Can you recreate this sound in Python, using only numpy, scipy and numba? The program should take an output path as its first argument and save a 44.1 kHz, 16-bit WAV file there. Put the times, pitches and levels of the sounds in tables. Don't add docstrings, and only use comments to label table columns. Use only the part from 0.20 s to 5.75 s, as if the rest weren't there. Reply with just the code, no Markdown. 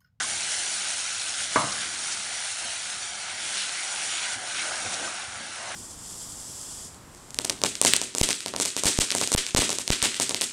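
import sys
import numpy as np
from scipy import signal
from scipy.fft import rfft, irfft
from scipy.io import wavfile
from scipy.ndimage import uniform_filter1d
from numba import njit

SR = 44100
rng = np.random.default_rng(int(sys.argv[2]) if len(sys.argv) > 2 else 0)


def attenuation_scalar(level_db):
    decades = np.asarray(level_db, float) / 20
    return 10 ** decades


def store_pcm(level_fs):
    pcm = np.round(np.clip(level_fs, -1, 1) * 32767).astype(np.int16)
    wavfile.write(sys.argv[1], SR, np.atleast_2d(pcm).T)


N = 244755


def level(x, db):
    return x * attenuation_scalar(db) / np.sqrt(np.mean(x ** 2))


def samples(s):
    return (s * SR).astype(np.int64)


def butter(x, order, hz, kind):
    return signal.sosfilt(signal.butter(order, hz, kind, fs=SR, output="sos"), x)


def colour(x, points, peaks=()):
    f = np.arange(2049) * SR / 4096 + 1
    points_hz, points_db = np.transpose(points)
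    db = np.interp(np.log(f), np.log(points_hz), points_db)
    db += sum(g / (1 + (2 * (f - hz) / width) ** 2) for hz, width, g in peaks)
    cepstrum = irfft(db * np.log(10) / 20)
    cepstrum[1:2048] *= 2
    cepstrum[2049:] = 0
    response = irfft(np.exp(rfft(cepstrum)))
    return signal.fftconvolve(x, response)[:len(x)]


def walk(rate):
    hold = int(SR / rate)
    steps = np.repeat(rng.standard_normal(N // hold + 1), hold)
    return 1.36 * uniform_filter1d(uniform_filter1d(steps, hold), hold)[:N]


@njit
def rings(start, hz, t60, size, glide):
    out = np.zeros(N)
    for k in range(len(start)):
        n = int(t60[k] * SR) + 2
        z = size[k] + 0j
        p = np.exp((2j * np.pi * hz[k] - np.log(1000) / t60[k]) / SR)
        turn = np.exp(2j * np.pi * hz[k] * (glide - 1) / SR / n)
        for i in range(start[k], min(start[k] + n, N)):
            out[i] += z.imag
            z *= p
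            p *= turn
    return out


def play(x, centres_hz, gains_db, flicker_db, rate):
    spectrum, f = rfft(x), np.log(np.arange(N // 2 + 1) * SR / N + 1)
    out = 0
    for one, db in zip(np.eye(len(centres_hz)), gains_db):
        band = irfft(spectrum * np.interp(f, np.log(centres_hz), one), N)
        out = out + band * attenuation_scalar(db + flicker_db * walk(rate))
    return out


def swells(events, centres_hz, spread_oct):
    t = np.arange(N) / SR
    total = 0
    for s, db, hz, half_s in events:
        octaves = np.log2(np.divide(centres_hz, hz))
        in_pitch = np.exp(-.5 * (octaves / spread_oct) ** 2)
        in_time = np.exp(-.5 * ((t - s) / half_s) ** 2)
        total = total + np.outer(in_pitch, db * in_time)
    return total


# time_s [s], vigour_db [dB]
BOIL = [(0, -31), (.29, -31.5), (.38, -30), (.55, -31.5), (1.45, -33.5), (2.1, -34.5), (2.74, -35.5),
        (3.05, -39), (3.37, -32.5), (3.47, -34.5), (4.14, -32.5), (4.17, -38.5), (4.38, -34), (4.5, -35),
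        (4.8, -35), (5.14, -41.5), (5.3, -41), (5.55, -40)]


def vigour():
    return np.interp(np.arange(N) / SR, *np.transpose(BOIL))


def walls(x, count=10):
    lags = (SR * (.0006 + .012 * rng.random(count) ** 2)).astype(int)
    return x + sum(attenuation_scalar(-21) * walk(11) * np.roll(x, lag) for lag in lags)


# pitch_hz [Hz], level_db [dB per Hz]
PAN = [(210, -37.5), (350, -13.5), (471, -12.5), (731, -3.5), (1100, -9.5), (1440, -1), (2650, -5),
       (2880, -4), (6830, -6.5), (10300, -6.5), (13400, -23), (22000, -120)]
# pitch_hz [Hz], width_hz [Hz], gain_db [dB]
HOLLOW = [(1480, 190, 1.5), (1804, 180, -3.5), (2270, 100, 1), (3200, 91, -1), (4930, 300, -3),
          (5760, 260, 2.5), (6930, 260, 3), (7630, 290, -3), (9040, 600, 1), (10180, 230, -3.5),
          (400, 120, -6), (1100, 150, -1)]
SWARM_HZ = [720, 1450, 3000, 7000]
SWARM_FOLLOWS = [.3, .35, .75, 1.02]
SWARM_DB = [-0.94, -0.95, -0.25, 0.26]
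# middle_s [s], gain_db [dB], pitch_hz [Hz],
# half_length_s [s]
SURGES = [(.001, 11, 1290, 0.022), (.38, 0, 1450, 0.044), (.68, 1, 1300, .03), (.8, 2, 6000, .04),
          (1.02, 2.5, 3500, 0.033), (1.25, 2, 7000, .02), (1.3, -3, 6000, .02), (1.38, 3.5, 3000, 0.043),
          (1.8, 1.5, 1500, 0.14), (1.63, 3, 3470, .03), (1.81, 2.5, 7000, .03), (2.3, 1.5, 7000, 0.058),
          (2.45, 3, 720, 0.034), (2.52, 2, 2980, 0.035), (2.8, 1.5, 7000, 0.019), (2.89, 2, 5000, 0.016),
          (3.09, 5, 1600, .035), (3.39, 2.5, 3000, .03), (3.74, 2.5, 716, .08), (4.0, 2, 2700, .075),
          (4.09, 3, 1300, 0.047), (4.21, -5, 4300, .04), (4.4, 5, 2200, 0.032), (4.35, 4, 920, 0.43),
          (4.53, 7.5, 810, 0.056), (4.8, 9, 736, 0.097), (5.04, 5, 900, 0.055), (5.2, 3, 1450, 0.032),
          (5.45, 7.5, 716, 0.06), (5.52, 3.5, 1150, 0.039)]


def sizzle(count=60000):
    when, pitch, big, sign = rng.random((count, 4)).T
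    start = (when * N).astype(np.int64)
    hz = 350 + 10300 * pitch ** 1.5
    rarity = np.minimum(-np.log(1 - big), 6)
    t60 = (10.0 / hz + 0.0027) * (1 + 0.49 * rarity)
    even = (pitch + .01) ** .25 / (10 / hz + .003)
    size = np.sign(sign - .5) * attenuation_scalar(0.4 * rarity) * even
    bubbles = rings(start, hz, t60, size, 1.035)
    steam = rng.standard_normal(N)
    mix = walls(level(bubbles, 0) + level(steam, -0.83))
    mix = level(colour(mix, PAN, HOLLOW), -32)
    boil_db = vigour()
    swarms_db = np.outer(SWARM_FOLLOWS, boil_db - np.median(boil_db)) + np.c_[SWARM_DB]
    swarms_db = swarms_db + swells(SURGES, SWARM_HZ, 0.58)
    flutter_db = 0.15 * walk(12) + .5 * walk(40)
    return play(mix, SWARM_HZ, swarms_db, 0.51, 16) * attenuation_scalar(flutter_db)


# pitch_hz [Hz], level_db [dB per Hz]
ROOM = [(15, -58), (25, -23), (70, -5.5), (97, -1.5), (166, -6), (188, -2.5), (271, -6), (356, -3.5),
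        (464, -14.5), (500, -12.5), (650, -34), (1100, -120)]
# middle_s [s], gain_db [dB], pitch_hz [Hz], half_length_s [s]
STOVE = [(.15, 2, 260, .1), (.38, 3, 180, .05), (.55, -3, 100, .1), (2.1, -2.5, 260, .3),
         (2.02, 2, 100, .04), (1.55, 10.5, 160, 0.2), (2.46, 7, 160, 0.043), (2.78, 2, 100, 0.061),
         (3.3, 4, 200, .1), (3.6, -3, 150, 0.082), (3.85, 5.5, 260, .08), (4.2, 4, 200, 0.072),
         (4.4, 4, 200.3, 0.1), (4.63, 5, 260, .04), (4.7, 9, 100, .04), (4.83, 10.5, 260, 0.061),
         (5.14, 7, 100.1, .05), (5.24, 5.5, 220, 0.046), (5.53, 5.5, 260, 0.034)]
STOVE_REST_DB = [-1.5, -2]


def room():
    centres_hz = [100, 260]
    shake_db = swells(STOVE, centres_hz, 0.65) + np.c_[STOVE_REST_DB]
    hum = level(colour(rng.standard_normal(N), ROOM), -55.0)
    return play(hum, centres_hz, shake_db, 1.8, 5.59)


# start_s [s], peak_db [dB], pitch_hz [Hz], t60_s [s]
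PLOPS = [
    (.002, -37, 1640, 0.029),
    (.009, -22.5, 1480, 0.031),
    (.042, -30, 1060, 0.044),
    (1.633, -26.5, 1530, 0.024),
    (1.883, -29.5, 1420, 0.057),
    (4.662, -31, 744, 0.074),
    (4.876, -30.5, 1225, 0.092),
    (5.025, -35, 1360, .04),
]


def plops():
    s, db, hz, t60 = np.transpose(PLOPS)
    return rings(samples(s), hz, t60, attenuation_scalar(db), 1.12)


# start_s [s], peak_db [dB], pitch_hz [Hz]
SPITS = [(0.0875, -17, 6400), (0.106, -16, 9800), (0.208, -13, 10000), (0.4355, -14, 8800),
         (0.6454, -17, 2100), (0.7052, -17, 2100), (0.8007, -17, 3900), (1.0191, -17, 3900),
         (1.14, -17, 3900), (1.2418, -17, 3700), (1.5239, -14, 5100), (1.5888, -17, 3800),
         (1.8083, -17, 7000), (2.3606, -19, 6500), (2.7011, -19, 2100), (3.2916, -17, 6500),
         (3.3155, -16, 6700), (3.371, -14, 2100), (3.4181, -16, 4500), (3.4937, -16, 2100),
         (3.5556, -17, 3000), (3.727, -17, 6100), (3.7606, -17, 3500), (3.8159, -15, 10000),
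         (3.9368, -16, 2100), (4.0191, -18, 3500), (4.3717, -18, 3200), (4.4879, -18, 7600),
         (4.5582, -18, 8900), (4.7417, -13, 6500)]


def spits():
    small_per_s, over_boil_db, scatter_db = 14, 11, 2
    when, pitch, size = rng.random((int(small_per_s * N / SR), 3)).T
    at = (when * N).astype(np.int64)
    small_db = vigour()[at] + over_boil_db + 2 * scatter_db * (size - .5)
    small = [at / SR, small_db, 2000 * 5 ** pitch]
    s, db, hz = np.hstack([np.transpose(SPITS), small])
    hz = np.clip(hz, 3600, 6500)
    cracks = rings(samples(s), hz, 2.4 / hz, -attenuation_scalar(db + 8.5), 1.2)
    return butter(cracks, 1, 1400, "high")


# pitch_hz [Hz], level_db [dB], t60_s [s]
BOARD = [(119, -21, 0.17), (214, -12.5, 0.37), (300, 1.5, 0.12), (637, 3, 0.11), (880, -2, 0.18),
         (968, -1, 0.23), (1042, -10, 0.19), (1047, -4.5, 0.36), (1150, 1, 0.275), (1227, -5.5, 0.34),
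         (1330, -21, 0.18), (1540, 3, 0.088), (1688, -2.5, .12), (2120, -9, 0.065), (1265, -6, 0.27),
         (1000, -3, 0.24), (1930, -12, .05), (2250, -1, 0.028)]
# pitch_hz [Hz], level_db [dB per Hz]
CRACK = [(59, -48), (100, -11), (241, -3.5), (779, -2), (1100, -4), (2140, -11), (2640, -27), (3500, -36),
         (4550, -62), (7700, -120)]
# pitch_hz [Hz], level_db [dB per Hz]
KNOCK_TAIL = [(35, -27), (60, -13.5), (155, -1.5), (378, -8.5), (685, 0.5), (752, -6), (1240, 2),
              (1800, -24), (2210, -6.5), (2500, -30), (3250, -47), (5500, -120)]


def knock():
    knock_s, knock_db = 1.3583, -23
    crack_db, crack_t60_s = -14, .06
    tail_db, tail_t60_s = -23, .55
    hz, db, t60 = np.transpose(BOARD)
    start = np.full(len(hz), int(knock_s * SR))
    flip = (-1.) ** np.arange(len(hz))
    ring = rings(start, hz, t60, attenuation_scalar(db + knock_db) * flip, 0.93)
    age = np.clip(np.arange(N) / SR - knock_s, 0, None)
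    rise = 1 - np.exp(-age / .002)
    crack = level(colour(rng.standard_normal(N), CRACK, [(426, 140, -12)]), crack_db)
    crack = crack * attenuation_scalar(-60 * age / crack_t60_s)
    tail = colour(rng.standard_normal(N), KNOCK_TAIL, [(400, 77, -5), (1160, 300, 2.5)])
    tail = level(tail, tail_db) * attenuation_scalar(-60 * age / tail_t60_s)
    return ring + rise * (crack + tail)


# start_s [s], peak_db [dB], pitch_hz [Hz], t60_s [s]
BUMPS = [
    (1.438, -29, 127.3, 0.14),
    (2.449, -43, 239, 0.15),
    (4.159, -37, 110, 0.15),
    (4.66, -38, 100, .12),
    (4.649, -34, 508, 0.12),
    (4.797, -35, 500, 0.14),
    (5.204, -41, 239.5, 0.25),
]


def bumps():
    s, db, hz, t60 = np.transpose(BUMPS)
    start = samples(s)
    thud = rings(start, hz, t60, attenuation_scalar(db - 4.0), 1.0)
    thud = thud + rings(start, 2.3 * hz, 1.5 * t60, attenuation_scalar(db - 8.5), 1.0)
    rough = uniform_filter1d(thud * (1 + .35 * walk(300)), size=24)
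    return butter(rough, 2, 70, "high")


# middle_s [s], level_db [dB], centre_hz [Hz], width_hz [Hz], half_length_s [s]
SPURTS = [(3.414, -35, 3600, 2300, 0.052), (3.592, -38.5, 2160, 600, 0.046), (3.96, -35, 3000, 1400, .05),
          (4.05, -36, 3300, 2000, 0.016), (4.393, -31.5, 2500, 1400, 0.011), (1.92, -41.5, 1660, 600, .02),
          (5.47, -45, 1100, 300, .07), (3.55, -40, 2500, 600, .02), (3.8, -39, 2500, 1200, .05),
          (3.25, -40, 3000, 2500, .08), (4.736, -39, 2300, 900, 0.0091), (4.741, -31.5, 5800, 5000, 0.01),
          (1.524, -32, 5000, 3600, 0.0053), (1.927, -31.5, 6200, 3600, 0.016)]


def spurts():
    out, hiss = 0, rng.standard_normal(N)
    for s, db, hz, width, half_s in SPURTS:
        jet = butter(hiss, 2, [hz - width / 2, hz + width / 2], "band")
        swell = np.exp(-.5 * ((np.arange(N) / SR - s) / half_s) ** 2)
        out = out + level(jet, db) * swell
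    return out


def scene():
    mono = sizzle() + room() + plops() + spits() + knock() + bumps() + spurts()
    return np.array([mono, mono])


def roll_off(x):
    return signal.sosfilt(signal.butter(12, 10810, fs=SR, output="sos"), x)


# middle_s [s], low_hz [Hz], high_hz [Hz]
SPLIT = [
    (.485, 4600, 5700),
    (.485, 8200, 9700),
    (1.415, 100, 10300),
    (4.59, 4200, 5200),
    (4.87, 5200, 6900),
]


def record(dry):
    x = signal.sosfilt(signal.ellip(12, .2, 90, 10250, fs=SR, output="sos"), dry)
    for edges_hz, db in (([10310, 10450], -6), ([10560, 10680], -5), ([10720, 10820], -6)):
        patches = uniform_filter1d(1. * (walk(16) > .05), size=400)
        narrow = signal.ellip(5, .5, 80, edges_hz, "band", fs=SR, output="sos")
        x = x + attenuation_scalar(db) * patches * signal.sosfilt(narrow, dry)
    side = 0
    borrowed = np.roll(x[0], 9000)
    for s, *edges_hz in SPLIT:
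        window = np.clip(2 - np.abs(np.arange(N) / SR - s) / .011, 0, 1)
        side = side + window * butter(borrowed, 4, edges_hz, "band")
    mix = x + attenuation_scalar(-11.5) * np.array([side, -side])
    return roll_off(mix)


dry = scene()
out = record(dry)
store_pcm(out)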